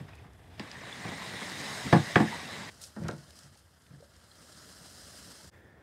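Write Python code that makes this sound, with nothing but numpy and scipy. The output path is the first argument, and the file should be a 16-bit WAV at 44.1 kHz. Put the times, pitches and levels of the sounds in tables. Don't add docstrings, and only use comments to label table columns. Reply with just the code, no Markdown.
import sys
import numpy as np
from scipy import signal
from scipy.fft import rfft, irfft, next_fast_len
from scipy.io import wavfile
from scipy.ndimage import uniform_filter1d

SR = 44100
rng = np.random.default_rng(int(sys.argv[2]) if len(sys.argv) > 2 else 0)


def inscribe(sig):
    pcm = np.round(np.clip(np.atleast_2d(sig).T, -1, 1) * 32767)
    wavfile.write(sys.argv[1], SR, pcm.astype(np.int16))


N = 256918

# time_s, scrape_db
SLIDES = [
    [(0.0, -60), (0.37, -64.5), (0.597, -58)],
    [(0.6, -50), (0.75, -50), (0.98, -46.5), (1.74, -42), (2.52, -45), (2.7, -46.5)],
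    [(2.7, -61.5), (3.2, -63.5), (3.45, -62), (3.65, -69), (3.9, -67.5), (4.2, -65), (4.5, -60.5),
     (4.87, -58.5), (5.3, -57.5), (5.5, -60)],
    [(5.505, -58.5), (5.667, -62.5), (5.826, -62.5)],
]
# hull_rumble_db, leaf_and_water_fizz_db
STRONGEST = [(-48.5, -62.5), (-49, -45), (-64.5, -55), (-58, -69)]
# frequency_hz, density_db
START_SPECTRUM = [(24, -39), (40, -6.5), (117, -10.5), (213, -24.5), (418, -19), (564, -21), (655, -14),
                  (3580, -35.5), (15600, -55)]
NEAR_SPECTRUM = [(24, -57.5), (40, -25), (64, 1), (179, 4), (334, -9), (1140, -6.5), (1290, -12),
                 (1970, -3.5), (2520, -14.5), (8370, -16.5), (15600, -36)]
AWAY_SPECTRUM = [(24, -50), (40, -11), (61, -4.5), (150, 7.5), (624, -26), (930, -17.5), (1650, -10.5),
                 (2400, -20.5), (4830, -2), (9020, -3.5), (15600, -20)]
STILL_SPECTRUM = [(24, -34), (40, 1), (80, -2), (147, -1), (183, -8), (408, -12.5), (624, -16), (1050, -20),
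                  (1160, -21.5), (1780, -15), (2790, -36), (15600, -46)]
# centre_hz, width_hz, lift_db
START_HUMPS = [(1830, 710, 8.4), (3500, 400, 5.8)]
NEAR_HUMPS = [(1030, 370, -1), (2100, 690, -2), (3830, 800, 8.5), (5200, 400, 0.5), (6610, 200, 4)]
AWAY_HUMPS = [(619, 305, 17), (1320, 240, 3.5), (2400, 130, -5), (3160, 270, 3.5), (4100, 260, 4.5),
              (6500, 100, -2)]
STILL_HUMPS = [(537, 240, 3), (1790, 75, 9), (3430, 400, 7.4)]
# frequency_hz, level_db, t60_s
HULL_MODES = [(100, -17, 0.28), (141.6, 0, 0.14), (164, -1, 0.12), (216.2, -0.5, 0.14), (243.7, -2.5, 0.12),
              (309.3, -2.5, 0.099), (339.7, -2.5, 0.1), (424.7, -6, 0.1), (469.3, -9, 0.19), (548, -9, 0.1),
              (699.5, -5, 0.091), (758, -14.5, 0.26), (828.4, -9.5, 0.11), (845, -16, 0.24),
              (1000, -14, 0.13), (1083, -7.5, 0.095), (1184, -8, 0.084), (1357, -12.5, .07),
              (1430, -16.5, 0.13), (1629, -11, 0.11), (1727, -10.5, 0.11), (1764, -6.5, 0.068),
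              (1933, -9, 0.11), (2020, -18, 0.18), (2261, -10.5, 0.055), (2420, -23, 0.03),
              (3294, -24, 0.035), (3280, -27, 0.11)]
# start_s, modes_peak_db, hardness_db_per_octave, favoured_mode_hz, ring_factor
KNOCKS = [(.002, -34.5, -6, 140, 0.67), (.246, -43, -2.5, 120, 0.63), (0.596, -29.5, -2, 207, 0.42),
          (1.042, -39, -13, 113, 1.6), (1.0481, -28, -0.5, 163, .45), (1.081, -30, -2.5, 144, 0.38),
          (1.119, -32, -1, 248, 0.44), (1.335, -31, 1, 250, 0.6), (1.415, -30, 1.5, 250, 0.35),
          (1.857, -27.5, -5.5, 199, 0.5), (1.9261, -7, -2, 174.5, 0.66), (1.955, -13.5, -2.5, 127.5, 0.72),
          (2.157, -4.5, 0.15, 172, 0.54), (2.2, -11.5, -2, 208, 0.88), (2.963, -31, -1, 214, 1.3),
          (3.01, -31.5, -4.5, 165, 2), (3.048, -32, -2, 165, 1.4), (3.086, -23.5, -0.5, 179, 0.42),
          (3.111, -34, -2.2, 152, 1.9), (3.434, -50.5, -14, 144, 2.1), (3.907, -43.5, -8, 142, 0.26),
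          (3.929, -43.5, -7, 137, 0.8), (3.95, -49, -5, 150, 0.79), (4.805, -48, -3.5, 170, .5),
          (5.27, -48, -2, 170, .6), (5.44, -48.5, -3, 170, .6)]
# start_s, nominal_peak_db, centre_hz
SNAPS = [(0.1523, -42, 6050), (.3326, -52, 6000), (0.5958, -22, 2860), (0.7146, -30, 3640),
         (2.1584, -22, 2500), (2.8382, -27.5, 4500), (3.0362, -39, 5030), (3.0827, -23.5, 4740),
         (3.111, -33, 4000), (3.306, -37.5, 5100), (3.389, -36, 5830), (3.4336, -39.5, 5020),
         (3.552, -46, 4000), (3.82, -47.5, 6000), (3.866, -46.5, 2960), (4.007, -49, 4200),
         (4.1644, -46, 5460)]
# start_s, rms_db before shaping, centre_hz, length_s
RUSTLES = [(.075, -60, 1430, 0.078), (0.169, -59.5, 1500, 0.044), (0.241, -62, 1190, 0.055),
           (1.035, -47, 600, 0.14), (2.81, -48, 6270, 0.087), (2.99, -38.5, 85, 0.14),
           (3.029, -52, 1330, 0.13), (3.178, -64, 4470, 0.04), (3.287, -67.5, 6000, 0.059),
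           (3.352, -60, 5940, .07), (3.571, -65, 6020, 0.055)]
# start_s, nominal_peak_db, starting_pitch_hz
SHORT_TONES = [(.133, -44.5, 2510), (.185, -47, 2530), (0.754, -38, 1810), (.926, -30.5, 3470),
               (1.22, -33.5, 1035), (2.327, -27.5, 930), (3.946, -53, 1727), (4.003, -48.5, 450),
               (4.025, -44, 563), (4.314, -45, 4150), (4.315, -50, 3300), (5.543, -55, 1830)]
# centre_hz, width_hz, lift_db
MICROPHONE_HUMPS = [(5080, 740, 5), (8600, 600, 2.5)]

RUMBLE_FOLLOWS, FIZZ_FOLLOWS = 0.87, 1.86
KEEL_HZ, KEEL_DB, KEEL_SWELL_DB = 1983, -8.5, 0.5
KEEL_START_HZ, KEEL_CLIMB_S = 1602, .15
FAR_FROM_S = 2.7
SNAP_T60_S = 0.022
TONE_T60_S, TONE_RISE = 0.038, 1.7
FAR_RUMBLE_DB, AIR_DB = -61.5, -76.5
MOVE_AT_S = 5.505
EDGE_HZ = 15750


def gain_of(db):
    return 10 ** (np.asarray(db) / 20)


def evened(x):
    return x / np.sqrt(np.mean(abs(x) ** 2) + 1e-20)


def smooth_noise(count, size):
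    once = uniform_filter1d(rng.standard_normal(count), size=size)
    return evened(uniform_filter1d(once, size=size))


def read(points, hz):
    f, value = np.transpose(points)
    return np.interp(np.log(hz + 1), np.log(f + 1), value)


def lift_db(humps, hz):
    return sum(db / (1 + (2 * (hz - centre_hz) / width_hz) ** 2) for centre_hz, width_hz, db in humps)


def band_noise(count, hz, spread):
    band = signal.butter(2, [hz / spread, min(hz * spread, 20000)], "band", fs=SR)
    return evened(signal.lfilter(*band, rng.standard_normal(count)))


def add(mix, s, sound):
    part = mix[max(round(s * SR), 0):][:len(sound)]
    part += sound[:len(part)]


def slide(rows, strongest, spectrum, humps, patchy_db, flicker_db, grit):
    s, scrape_db = np.transpose(rows)
    eased_db = scrape_db - scrape_db.max()
    rumble_db = strongest[0] + RUMBLE_FOLLOWS * eased_db
    fizz_db = strongest[1] + FIZZ_FOLLOWS * eased_db
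    t = np.arange(s[0], s[-1], 1 / SR)

    slip_db = grit * np.minimum(rng.exponential(1, len(t)), 6)
    slips = rng.standard_normal(len(t)) * gain_of(slip_db)

    hz, frames, z = signal.stft(slips, SR, nperseg=1024, noverlap=896)
    patches = rng.standard_normal((len(hz), len(frames)))
    patches = uniform_filter1d(patches, size=14, axis=0)
    patches = evened(uniform_filter1d(patches, size=14, axis=1))
    colour_db = read(spectrum, hz) + lift_db(humps, hz)
    z = z * gain_of(colour_db[:, None] + patchy_db * patches)

    flicker = smooth_noise(len(t), 500)
    low = 1 / (1 + (hz / 300) ** 8)
    high = 1 / (1 + (2800 / (hz + 1)) ** 12)
    out = np.zeros(len(t))
    layers = [(low, rumble_db, .3), (1 - low - high, scrape_db, 1), (high, fizz_db, 1)]
    for share, level_db, shake in layers:
        layer_z = z * np.sqrt(abs(share))[:, None]
        layer = signal.istft(layer_z, SR, nperseg=1024, noverlap=896)[1][:len(t)]
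        layer = evened(layer * gain_of(shake * flicker_db * flicker))
        out += layer * gain_of(np.interp(t, s, level_db))
    edge = np.minimum(np.minimum(t - s[0], s[-1] - t) / 0.00073 + 0.39, 1)
    return s[0], out * edge


def keel():
    s, scrape_db = np.transpose(SLIDES[1])
    t = np.arange(s[0], s[-1], 1 / SR)
    pole = np.exp(-np.pi * 230 / SR)
    real, imaginary = rng.standard_normal((2, len(t)))
    swell = smooth_noise(len(t), 3000)
    hz = KEEL_HZ - (KEEL_HZ - KEEL_START_HZ) * np.exp(-(t - s[0]) / KEEL_CLIMB_S)
    carrier = np.exp(2j * np.pi * np.cumsum(hz) / SR)
    hum = signal.lfilter([1], [1, -pole], real + 1j * imaginary) * carrier
    level_db = np.interp(t, s, scrape_db) + KEEL_DB + KEEL_SWELL_DB * swell
    return s[0], gain_of(level_db) * evened(hum.real)


def knock(peak_db, hardness_db, favoured_hz, ring, pitch, rub):
    hz, db, t60 = np.transpose(HULL_MODES)[:, :, None]
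    hz = hz * np.where(hz > 600, pitch, 1)
    t = np.arange(round(.35 * SR)) / SR
    ring = max(ring, .1)

    touch = rng.standard_normal((len(HULL_MODES), 2))
    spot_db = lift_db([(favoured_hz, 34, 9)], hz) + 1.4 * touch[:, :1]
    level_db = db + spot_db + hardness_db * np.log2(hz / 200) - 60 * t / (t60 * ring)
    swell = (1 - np.exp(-t * hz / 1.08)) ** 2

    shake = uniform_filter1d(rng.standard_normal((len(HULL_MODES), len(t))), size=60, axis=1)
    drift = .06 * rub * np.cumsum(shake, axis=1) * np.minimum(hz / 500, 1) ** 2
    phase = 2 * np.pi * hz * (1 + 0.0042 * touch[:, 1:]) * t + drift
    modes = (gain_of(level_db) * swell * np.sin(phase)).sum(0)

    band = signal.butter(2, [250, 2300 * pitch], "band", fs=SR)
    rattle = signal.lfilter(*band, rng.standard_normal(len(t)))
    rattle *= rub * gain_of(-4.0 + 1.3 * hardness_db - 60 * t / (0.13 * ring))
    return gain_of(peak_db) * (modes + rattle) / abs(modes).max()


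def snap(peak_db, hz, t60):
    t = np.arange(round(.15 * SR)) / SR
    level_db = peak_db - 12 - 60 * t / max(t60, .003)
    return gain_of(level_db) * band_noise(len(t), hz, 1.57) * np.minimum(t / 0.00055, 1)


def rustle(db, hz, length):
    u = np.arange(round(.15 * SR)) / SR / length
    clumps = evened(uniform_filter1d(rng.standard_normal(len(u)), size=200))
    shape = np.minimum(u / 0.068, 1) * np.clip(1 - u ** 1.4, 0, 1)
    return gain_of(db + 2.0 * clumps) * band_noise(len(u), hz, 1.68) * shape


def rising_tone(peak_db, hz, t60, rise):
    t = np.arange(round(.15 * SR)) / SR
    tone = np.sin(2 * np.pi * np.cumsum(hz * 2 ** (rise * t)) / SR)
    return gain_of(peak_db - 60 * t / max(t60, .005)) * tone * np.minimum(t / 0.0014, 1)


def squeezed_bubbles():
    s, scrape_db = np.transpose(np.concatenate(SLIDES[:3]))
    out = np.zeros(N)
    for at, pitch, size in rng.random((260, 3)):
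        start = at * (s[-1] - .05)
        hz = 400 * 2 ** (4.0 * pitch)
        peak_db = np.interp(start, s, scrape_db) - 4 + 9 * size
        add(out, start, rising_tone(peak_db, hz, 30 / hz + 0.013, 3.7))
    return out


def ticks():
    out = np.zeros(N)
    for at, pitch, size in rng.random((70, 3)):
        tick = snap(-62 + 10 * size ** 2, 3500 * 2 ** (1.5 * pitch), .012)
        add(out, at * (MOVE_AT_S - .05), tick)
    return out


def ambience():
    drone = gain_of(FAR_RUMBLE_DB) * band_noise(N, 73.0, 1.3)
    stir = evened(uniform_filter1d(rng.standard_normal(N), size=1500))
    hiss = gain_of(AIR_DB + 1.5 * stir) * band_noise(N, 9000, 1.4)
    return drone + hiss * (np.arange(N) / SR < MOVE_AT_S)


def forest(x):
    t = np.arange(round(.3 * SR)) / SR
    sparse = rng.standard_normal(len(t)) * (rng.random(len(t)) < .05)
    echoes = sparse * gain_of(-60 * t / 0.18) * (t > .008)
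    echoes = signal.lfilter([1], [1, -.6], echoes)
    return signal.fftconvolve(x, echoes / np.linalg.norm(echoes))[:N]


def scene():
    ground, events = squeezed_bubbles() + ticks() + ambience(), np.zeros(N)
    # spectrum, humps, patchy_db, flicker_db, grit_db
    stretches = [
        (START_SPECTRUM, START_HUMPS, 0.0, 1.9, 1.1),
        (NEAR_SPECTRUM, NEAR_HUMPS, 1.57, -0.24, 2.5),
        (AWAY_SPECTRUM, AWAY_HUMPS, 1.1, 1.0, 2.56),
        (STILL_SPECTRUM, STILL_HUMPS, 1.2, .8, 1.5),
    ]
    for rows, strongest, stretch in zip(SLIDES, STRONGEST, stretches):
        add(ground, *slide(rows, strongest, *stretch))
    add(ground, *keel())

    for s, *row in KNOCKS:
        pitch, rub = (.81, .45) if s > FAR_FROM_S else (1, 1)
        add(events, s, knock(*row, pitch, rub))
    for s, db, hz in SNAPS:
        add(events, s, snap(db, hz, SNAP_T60_S))
    for s, db, hz in SHORT_TONES:
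        t60 = TONE_T60_S * (1000 / hz) ** 0.52
        add(events, s, rising_tone(db, hz, t60, TONE_RISE * 1000 / hz))
    for s, *row in RUSTLES:
        add(events, s, rustle(*row))

    dip = np.clip(abs(np.arange(N) / SR - MOVE_AT_S - .004) / .024, .1, 1)
    return (dip * (ground + events + gain_of(-14) * forest(events)))[None]


def record(dry):
    size = next_fast_len(N + 4096)
    hz = np.fft.rfftfreq(size, 1 / SR)
    response = gain_of(lift_db(MICROPHONE_HUMPS, hz))
    coloured = irfft(rfft(dry, size) * response, size)[:, :N]
    coloured = signal.lfilter(*signal.butter(3, 70, "high", fs=SR), coloured)
    band_limit = signal.firwin(1023, EDGE_HZ, window=("kaiser", 10), fs=SR)
    return signal.oaconvolve(coloured, band_limit[None], "same")


dry = scene()
out = record(dry)
inscribe(out)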